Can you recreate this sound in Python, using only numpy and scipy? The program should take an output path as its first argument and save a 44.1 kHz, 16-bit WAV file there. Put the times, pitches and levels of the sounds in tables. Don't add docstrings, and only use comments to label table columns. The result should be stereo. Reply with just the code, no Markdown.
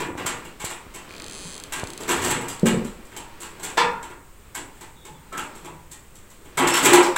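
import sys
import numpy as np
from scipy import signal
from scipy.fft import rfft, irfft, next_fast_len
from scipy.io import wavfile
from scipy.ndimage import uniform_filter1d

SR = 44100
rng = np.random.default_rng(int(sys.argv[2]) if len(sys.argv) > 2 else 0)


def volts_from_db(level):
    exponent = np.asarray(level, float) / 20
    return 10 ** exponent


def dump_mix(stems):
    frames = np.atleast_2d(stems).T
    limited = np.clip(frames, -1, 1)
    pcm = np.round(limited * 32767).astype(np.int16)
    wavfile.write(sys.argv[1], SR, pcm)


N = 316197

# pitch_hz, density_db [dB per Hz]
MIC_HISS = [(15, 13), (300, -23), (1500, -42), (4200, -44), (9700, -28.5), (16000, -17)]
# pitch_hz, density_db [dB per Hz]
RUSTLE_COLOUR = [(60, -35), (150, -4), (230, -2.5), (400, -2), (700, -9), (1100, -5.5), (2500, -9.5),
                 (5000, -18.5), (9000, -28)]
# start_s, effort_db
STIR_EFFORT = [(0.0, -18.5), (0.12, -53), (0.2, -27.5), (0.66, -42), (1.24, -32), (1.92, -35.5),
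               (2.27, -18.5), (2.41, -34.5), (2.78, -31), (2.95, -39), (3.8, -35), (4.2, -45.5),
               (4.62, -41.5), (5.11, -44.5), (5.55, -36.5), (5.89, -44.5), (6.49, -42.5), (6.9, -12)]
# pitch_hz, likeness [0-1]
PORT_LIKENESS = [(30, .55), (130, .95), (470, .985), (750, .6), (1400, 0), (16000, 0)]
# pitch_hz, left_minus_right_db
PORT_BALANCE = [(100, 0), (700, 3.5), (1300, -4), (2400, -1), (4400, 17.5), (6200, 4.5), (7000, 0),
                (7600, 68), (9000, 60), (11000, 5.5), (16000, 25)]
# pitch_hz, t60_s
ROOM_DECAY = [(100, 0.46), (400, 0.57), (1000, 0.56), (3000, 0.27), (8000, 0.31), (16000, 0.049)]
# pitch_hz, width_hz, level_db
ROOM_RESONANCES = [(340, 14, 7), (675, 45, -5.5), (905, 217, 5.5), (1200, 68, -3), (1573, 610, 5),
                   (2430, 160, 2), (3300, 290, 3.5)]
# start_s, peak_db
PORT_TAPS = [
    (0.104, -4.5),
    (0.153, -3.5),
    (0.21, -6.5),
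    (0.251, -4.5),
    (0.349, -9.5),
    (0.642, -2),
    (0.718, -12.5),
    (0.867, -15),
    (1.834, 2.5),
]
# start_s, peak_db
LOOSE_TICKS = [
    (1.078, -27),
    (1.108, -18),
    (1.14, -18),
    (1.155, -23),
    (1.203, -16.5),
]
# start_s, length_s, start_hz, end_hz, level_db
METAL_SQUEALS = [
    (2.49, 0.064, 4860, 4870, -43),
    (4.945, 0.175, 3800, 3580, -50),
    (4.948, 0.11, 3500, 3380, -53),
    (5.14, .04, 3500, 3430, -51),
    (6.71, 0.095, 5410, 5455, -27.5),
    (5.92, 0.07, 1890, 1860, -52),
]
# start_s, slip_rate [slips per s]
SLIP_RATE = [
    (1.092, 101.1),
    (1.15, 72.6),
    (1.21, 45.5),
    (1.26, 46.7),
    (1.31, 77.7),
    (1.40, 187.5),
    (1.46, 197.85),
    (1.54, 109.5),
    (1.585, 52.4),
]
# start_s, peak_db
LONE_SLIPS = [(1.5998, -29.5), (1.6373, -26), (1.797, -26.5), (1.839, -28), (1.8724, -28.5), (1.903, -28),
              (1.934, -29), (1.977, -26.5), (2.0344, -29), (2.596, -30.5)]
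# pitch_hz, width_hz, level_db
JOINT_MODES = [(2500, 410, 3), (3400, 360, 6.5), (3780, 340, 6), (4290, 630, 10), (6290, 210, 1),
               (6540, 520, 3), (7720, 460, 0.5), (8770, 470, 4.5), (9850, 290, 2.5), (4660, 440, -2)]
# pitch_hz, width_hz
SILENT_BANDS = [(5500, 300), (7150, 120), (8450, 200)]
# start_s, peak_db, pitch_hz, t60_s
HOLLOW_THUDS = [(.104, -29, 200, .05), (.21, -29, 200, .05), (.254, -30, 220, 0.046),
                (1.45, -29.5, 171, 0.14), (2.631, -0.5, 197, 0.075), (2.65, -5, 225, 0.14),
                (2.664, -8.5, 232.5, 0.14), (2.7, -15, 236, 0.12), (2.735, -10, 188.5, .12),
                (2.742, -16, 456, 0.06), (2.77, -18, 204, 0.11), (2.82, -19.5, 217, 0.14),
                (2.85, -23, 241, 0.12), (6.598, -16, 268, 0.2), (6.66, -16.5, 339, 0.18),
                (6.78, -21, 332, 0.19), (6.859, -13, 374, .07), (6.885, -9.5, 340, 0.16),
                (6.906, -23, 300, 0.074), (6.92, -6, 349, 0.078), (6.934, -4, 355, 0.17),
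                (6.982, -5.5, 350, 0.18), (7.012, -13.5, 352, 0.33), (7.083, -15, 360, 0.1)]
# start_s, peak_db
FRAME_BLOWS = [
    (3.166, -39),
    (3.773, -19),
    (3.779, -9),
    (3.813, -16),
    (4.56, -44),
    (5.054, -49),
    (5.918, -67),
    (6.579, -26),
    (6.929, -29),
]
# pitch_hz, level_db, t60_s
FRAME_MODES = [(475, -9, .8), (435, -10, .7), (885, -12, 0.35), (924, 0.5, 0.93), (957, 0, 0.31),
               (1020, -6, 0.48), (820, -14, .5), (1363, -6.5, 0.86), (1412, -5, 0.94), (1660, -9, 0.54),
               (1747, -1, 0.49), (2296, 0, .6), (2547, -5, .6), (2720, -3, .6), (1207, -12, 1),
               (3475, -5, .35), (970, 5, 0.11)]
# pitch_hz, level_db, t60_s
RUNG_MODES = [(854, -24, 0.67), (940, -1.5, 2.3), (970, -21, 2), (1080, 0, 1), (1280, 4, 1.4),
              (1385, 3.5, 1.1), (1520, -1, 0.83), (1790, 4, 1.03), (3545, 8, 0.38), (2300, 12.5, 0.57),
              (2960, 8, 0.45)]
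# start_s, length_s, pitch_hz, level_db
THIN_SINGS = [(2.45, 0.15, 931, -43), (5.055, 0.09, 864, -50), (6.16, 0.04, 1850, -56),
              (7.0, 0.17, 536, -36), (6.725, 0.094, 1377, -26), (6.726, 0.067, 2690, -23),
              (6.737, 0.072, 3350, -27), (6.95, 0.13, 7720, -40.5)]
# start_s, length_s, pitch_hz, level_db
HOLLOW_HUMS = [(0.0, 0.37, 308, -37.5), (1.475, 0.03, 7900, -46), (2.09, 0.1, 947, -32),
               (2.09, 0.053, 1570, -27.5), (2.295, 0.025, 7750, -30), (2.635, 0.45, 32.3, -29.5),
               (3.2, 0.047, 815, -48), (3.776, 0.094, 1020, -33), (3.78, 0.09, 480, -27.5),
               (5.1, 0.14, 161, -48), (5.62, 0.23, 155.3, -48.5), (5.318, 0.12, 1307, -34),
               (5.33, 0.11, 1660, -39.5), (6.571, 0.061, 8400, -33), (6.6, 0.093, 258, -42),
               (6.7, 0.1, 340, -32), (6.93, 0.04, 849, -17), (6.955, 0.065, 1000, -20.5)]
# start_s, length_s, pitch_hz, level_db
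DAMPED_RASPS = [(3.87, 0.3, 1400, -43.5), (3.8, 0.2, 183, -42.5), (2.2, 0.26, 304, -35),
                (2.632, 0.13, 460, -30.5), (2.633, 0.22, 198, -28), (3.774, 0.051, 3970, -21),
                (3.4, 0.047, 1240, -46), (2.15, 0.46, 134, -38.5), (2.1, 0.08, 1600, -35),
                (3.4, 0.12, 360, -51), (5.65, 0.08, 970, -41.5), (6.59, 0.072, 970, -20.5),
                (6.737, 0.065, 3300, -24.5), (6.933, 0.1, 540, -32), (7.027, 0.052, 5100, -28)]
# pitch_hz, density_db [dB per Hz]
GRIT_COLOUR = [(59, -72), (100, -13), (165, -13.5), (238, -17), (282, -10.5), (348, -9.5), (421, -13.5),
               (478, -11), (509, -18.5), (959, -15), (1850, -15), (2760, -13), (5090, -29.5), (7610, -25),
               (10200, -29), (15600, -33.5)]
# start_s, level_db, weight_db, sand_db
SHORT_TREADS = [(0.176, -14, -21, -12.5), (0.261, -12.5, -19, -0.5), (0.448, -29.5, -1.5, -3.5),
                (0.643, -25, -16, 4), (0.941, -23, -9, -0.5), (1.723, -13.5, -32, -2.5),
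                (2.09, -12.5, -4, -3.5), (2.298, -11.5, -33, -3.5), (2.657, -13.5, -26, -3.5),
                (3.164, -25, -8, 1), (3.772, -3, -25, -18), (4.027, -27.5, -5, -2),
                (4.101, -31, -2.5, -8.5), (4.547, -21.5, -16, -0.5), (4.572, -37, 10, 7),
                (4.809, -28, -7, -1.5), (5.05, -31.5, -1.5, 2.5), (5.374, -18.5, -11, -3.5),
                (5.646, -29.5, -1.5, -3), (5.912, -43, -2, 10), (6.15, -44, -26, 10),
                (5.913, -38.5, -18, 8.5), (2.665, -18, -27, -1), (6.97, -9, -21, -30), (6.769, -20, -17, 2),
                (2.106, -29, -10, 0), (2.125, -34, -1, -9), (2.255, -26, -1, -2), (6.636, -31, -12, -16),
                (7.003, -16, -26, -22), (6.573, -8.5, -13, -6.5), (6.672, -7.5, -25, -1.5),
                (6.892, -9, -9, -37), (6.93, -1.5, -12, -2), (6.583, -17.5, -14, -7),
                (6.964, -18, -13, -25), (2.242, -22.5, -10, -5)]
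# start_s, level_db, weight_db, sand_db
LONG_SLIDES = [(0.0, -17.5, -5, -11), (0.3, -25.5, -8.5, -29), (0.598, -22.5, -11.5, -4),
               (0.698, -25, -10, -3.5), (1.768, -25.5, -1.5, -9), (2.003, -27.5, 2, -0.5),
               (2.077, -16.5, -6.5, -4.5), (2.11, -29.5, -36, 5.5), (2.215, -18, -30, -2),
               (2.241, -26.5, 2.5, 6.5), (2.356, -19, 1.5, -28), (2.16, -24.5, -10, -4),
               (2.411, -31, -7, 0), (2.48, -27, -30, 4.5), (2.845, -30, -9, -1),
               (3.116, -32.5, -3.5, -10.5), (3.404, -35, -14, 7.5), (3.416, -33, -6, -3),
               (3.594, -33.5, 1.5, -1), (3.629, -23, -10, 2), (3.685, -38, -18, 0), (2.39, -48, -5, 1),
               (1.871, -39.5, 8, 4), (3.05, -46.5, -14, 3), (4.749, -42, -12, -2), (5.43, -42, -5, 6),
               (6.36, -59, 3, -5), (6.781, -27, -14, -3), (6.99, -31, -18, -24), (5.324, -26, -2.5, -10),
               (5.55, -38, -3, 2.5), (6.299, -45, -18, 7), (6.448, -41, 4, -3), (6.618, -10, -5, -18),
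               (6.736, -8.5, -36, -4.5), (6.825, -14.5, -4.5, 0), (6.848, -7, -7.5, -1.5),
               (6.959, -28, -39, -48), (7.026, -20, -36, 0.5), (7.161, -4, -47.5, -10.5)]

RIGHT_LAG = 7


def along(table, hz):
    points = np.array(table)
    return np.interp(np.log(np.maximum(hz, 1)), np.log(points[:, 0]), points[:, 1])


def colour(x, gain):
    size = next_fast_len(x.shape[-1] + 4096)
    hz = np.arange(size // 2 + 1) * SR / size
    return irfft(rfft(x, size) * gain(hz), size)[..., :x.shape[-1]]


def unit(x):
    return x / x.std()


def butter(x, order, hz, kind="low"):
    return signal.sosfilt(signal.butter(order, hz, kind, fs=SR, output="sos"), x)


def ring(x, hz, t60):
    p = np.exp(2j * np.pi * hz / SR - np.log(1000) / (t60 * SR))
    return signal.lfilter([0, p.imag], [1, -2 * p.real, abs(p) ** 2], x)


def clicks(times, db):
    x = np.zeros(N)
    np.add.at(x, np.clip((np.asarray(times) * SR).astype(int), 0, N - 1), volts_from_db(db))
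    return x


def both_ports(x):
    return np.array([x, np.roll(x, RIGHT_LAG)])


def pair(length):
    mid, side = rng.standard_normal((2, length))
    mid = colour(mid, lambda hz: np.sqrt(1 + np.clip(along(PORT_LIKENESS, hz), 0, 1)))
    side = colour(side, lambda hz: np.sqrt(1 - np.clip(along(PORT_LIKENESS, hz), 0, 1)))
    return np.array([mid + side, mid - side]) / np.sqrt(2)


def air():
    t = np.arange(N) / SR
    settle_db = 66 * np.maximum(t - STIR_EFFORT[-1][0], 0)
    effort_db = np.interp(t, *np.transpose(STIR_EFFORT)) - settle_db

    rumble = unit(colour(pair(N), lambda hz: 1 / (1 + hz / 45) / (1 + (hz / 200) ** 4)))
    rumble = rumble * volts_from_db(-45.5 + 0.086 * effort_db)

    rustle = unit(colour(pair(N), lambda hz: volts_from_db(along(RUSTLE_COLOUR, hz))))
    deep = colour(rustle, lambda hz: 1 / (1 + (hz / 190) ** 6))
    deep_db = np.minimum(effort_db, -30)
    rustle = (rustle - deep) * volts_from_db(effort_db - 8.5) + deep * volts_from_db(deep_db - 8.5)

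    hiss = unit(colour(pair(N), lambda hz: volts_from_db(along(MIC_HISS, hz)))) * volts_from_db(-50)
    port_hz, width_hz = 7920, 2600
    port_hiss = colour(rng.standard_normal(N), lambda hz: 1 / (1 + (2 * (hz - port_hz) / width_hz) ** 2))
    hiss[0] += unit(port_hiss) * volts_from_db(-54.5)
    return rumble + rustle + hiss


def room(x, wet_db):
    t = np.arange(SR) / SR
    noise, wash = pair(SR), 0
    for hz in 60 * 2.0 ** np.arange(9):
        octaves = lambda f: np.clip(np.log2(np.maximum(f, 1) / hz), -1, 1)
        band = colour(noise, lambda f: np.cos(np.pi / 2 * octaves(f)) ** 2)
        wash = wash + band * volts_from_db(-60 * t / along(ROOM_DECAY, hz))

    spectrum, hz = rfft(wash), np.arange(SR // 2 + 1)
    power = np.abs(spectrum) ** 2
    even = np.sqrt(uniform_filter1d(power, size=1500) / uniform_filter1d(power, size=70))
    modes_db = 0
    for mode_hz, width, db in ROOM_RESONANCES:
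        modes_db = modes_db + db / (1 + (2 * (hz - mode_hz) / width) ** 2)
    wash = irfft(spectrum * even * volts_from_db(modes_db), SR)[:, :SR * 9 // 10]

    build = np.clip((t[:wash.shape[1]] - 0.002) / 0.0024, 0, 1)
    wash = wash * build * volts_from_db(wet_db) / np.sqrt(SR / 20)
    wash[0, 0] = wash[1, RIGHT_LAG] = 1
    return signal.fftconvolve(x[None], wash, axes=1)[:, :N]


def taps():
    touch = clicks(*np.transpose(PORT_TAPS))
    push_back = volts_from_db(-20.5) * np.roll(ring(touch, 86, 0.052), 40)
    suction = ring(touch, 560, 0.002)
    pulse = butter(push_back - suction, 2, 1800)
    return np.array([volts_from_db(-42) * pulse, volts_from_db(0.5) * pulse])


def ticks():
    return both_ports(ring(clicks(*np.transpose(LOOSE_TICKS)), 2450, 0.012))


def squeals():
    out = np.zeros(N)
    for s, length, start_hz, end_hz, db in METAL_SQUEALS:
        n, i = int(length * SR), int(s * SR)
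        waver = 1 + 0.007 * uniform_filter1d(rng.standard_normal(SR // 2), 200)[:n]
        phase = 2 * np.pi * np.cumsum(np.linspace(start_hz, end_hz, n) * waver) / SR
        out[i:i + n] += volts_from_db(db) * np.sin(phase) * signal.windows.tukey(n, 0.35)
    return out


def creak():
    rate = np.interp(np.arange(N) / SR, *np.transpose(SLIP_RATE), left=0, right=0)
    slips = np.flatnonzero(np.diff(np.floor(np.cumsum(rate) / SR + 0.94)))
    slip_s, slip_rate = slips / SR, rate[slips]
    start_db = -8 * np.clip((1.2 - slip_s) / 0.12, 0, 1)
    scatter_db = 0.8 * rng.standard_normal(len(slips))
    db = -22 - 9 * np.log10(slip_rate / 50) + start_db + scatter_db
    dull_db = -9 * np.clip((1.32 - slip_s) / 0.2, 0, 1)

    lone_s, lone_db = np.transpose(LONE_SLIPS)
    lone = clicks(lone_s, lone_db + 6)
    low = clicks(slip_s, db) + lone
    high = clicks(slip_s, db + dull_db) + lone

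    body = np.zeros(N)
    for k, (hz, width, mode_db) in enumerate(JOINT_MODES):
        sign = (-1) ** (k + 1)
        t60 = np.log(1000) / (np.pi * width)
        body += sign * volts_from_db(mode_db - 7.5) * ring(high if hz > 5000 else low, hz, t60)
    for hz, width in SILENT_BANDS:
        body = signal.lfilter(*signal.iirnotch(hz, hz / width, fs=SR), body)
    body = body + volts_from_db(-10) * np.roll(body, 71)
    body = signal.sosfilt(signal.ellip(4, 1, 40, [1900, 10300], "band", fs=SR, output="sos"), body)

    snap_db = db + 2 * dull_db - 40 * np.log10(slip_rate / 45) + 4
    snaps = clicks(slip_s, snap_db) + volts_from_db(6) * lone
    return body + butter(snaps, 4, 10500, "high")


def thuds():
    out = np.zeros(N)
    for s, db, hz, t60 in HOLLOW_THUDS:
        push = clicks([s], db)
        body = ring(push, hz, t60)
        body += volts_from_db(-12) * ring(push, 2.3 * hz, 0.069)
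        body += volts_from_db(-8.5) * ring(push, 1.69 * hz, 0.062)
        out += butter(body, 2, 0.6 * hz, "high")
    return butter(out, 6, 620)


def ladder():
    s, db = np.transpose(FRAME_BLOWS)
    modes = [(hz, mode_db - 8, 0.5 * t60) for hz, mode_db, t60 in FRAME_MODES]
    modes += [(hz, mode_db - 32.5, min(t60, 1.5)) for hz, mode_db, t60 in RUNG_MODES]
    frame = np.zeros(N)
    for hz, mode_db, t60 in modes:
        luck_db = 3 * rng.standard_normal(len(s))
        frame += ring(clicks(s, db + mode_db + luck_db), hz, t60)
    return butter(frame, 2, 330, "high")


def drones():
    out = np.zeros(N)
    for rows, q in ((THIN_SINGS, 70), (HOLLOW_HUMS, 15.7), (DAMPED_RASPS, 2.74)):
        for s, length, hz, db in rows:
            n, i = int(min(length, 0.5) * SR), int(s * SR)
            shake = ring(rng.standard_normal(SR // 2), hz, np.log(1000) * q / (np.pi * hz))
            shake = unit(butter(shake, 2, 0.5 * hz, "high")[-n:])
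            share = np.arange(n) / n
            swell = np.minimum(share / 0.045, 1) * 1.155 * (1 - share ** 1.03)
            out[i:i + n] += volts_from_db(db) * shake * swell
    return out


def scuffs():
    grains = rng.standard_normal(N) * volts_from_db(1.9 * rng.exponential(size=N))
    bunches = np.repeat(rng.standard_normal(N // 150 + 1), 150)[:N]
    grains = unit(grains * volts_from_db(3.35 * uniform_filter1d(bunches, size=100)))

    press, t = np.zeros((3, N)), np.arange(SR // 2) / SR
    for rows, rise_s, drag_s in ((SHORT_TREADS, 0.0064, 0.016), (LONG_SLIDES, 0.0066, 0.032)):
        rub = np.minimum(t / rise_s, 1) * np.exp(-np.maximum(t - rise_s, 0) / drag_s)
        for s, db, weight_db, sand_db in rows:
            i = int(max(s - 0.002, 0) * SR)
            press[:, i:i + len(t)] += volts_from_db([[db + weight_db], [db], [db + sand_db]]) * rub[:N - i]

    low = lambda hz: 1 / (1 + (hz / 620) ** 6)
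    top = lambda hz: 1 - 1 / (1 + (hz / 3800) ** 6)
    middle = lambda hz: 1 - low(hz) - top(hz)
    out = np.zeros(N)
    for part, share in zip(press, (low, middle, top)):
        gain = lambda hz: volts_from_db(along(GRIT_COLOUR, hz)) * share(hz)
        level = np.sqrt(np.mean(gain(np.linspace(0, SR / 2, num=2000)) ** 2))
        out += colour(part * grains, gain) / level
    return out * volts_from_db(-9)


def scene():
    small = lambda hz: 1 / np.sqrt(1 + (140 / np.maximum(hz, 1)) ** 6)
    steps, knocks = colour(np.array([scuffs(), thuds()]), small)
    knock_wet = volts_from_db(-9)
    far = (1 - knock_wet) * both_ports(knocks)
    far = far + room(steps + knock_wet * knocks + drones(), wet_db=5)
    far = far + room(volts_from_db(1.5) * ladder(), wet_db=-2)
    far = far + room(creak() + squeals(), wet_db=-3) + ticks()

    right_share = lambda hz: 2 / (1 + volts_from_db(2 * along(PORT_BALANCE, hz)))
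    resonance = lambda hz: 1 + volts_from_db(7.5) / (1 + ((hz - 7700) / 450) ** 2)
    left = colour(far[0], lambda hz: resonance(hz) * np.sqrt(2 * (2 - right_share(hz))))
    right = colour(far[1], lambda hz: np.sqrt(2 * right_share(hz)))
    return np.array([left, right]) * volts_from_db(-6) + taps() + air()


def band_limit(x):
    return signal.sosfilt(signal.butter(12, 16000, fs=SR, output="sos"), x)


def record(dry):
    cut = signal.sosfilt(signal.ellip(8, 0.2, 50, 15850, fs=SR, output="sos"), dry)
    mix = np.clip(cut, -1, 1)
    return band_limit(mix)


dry = scene()
out = record(dry)
dump_mix(out)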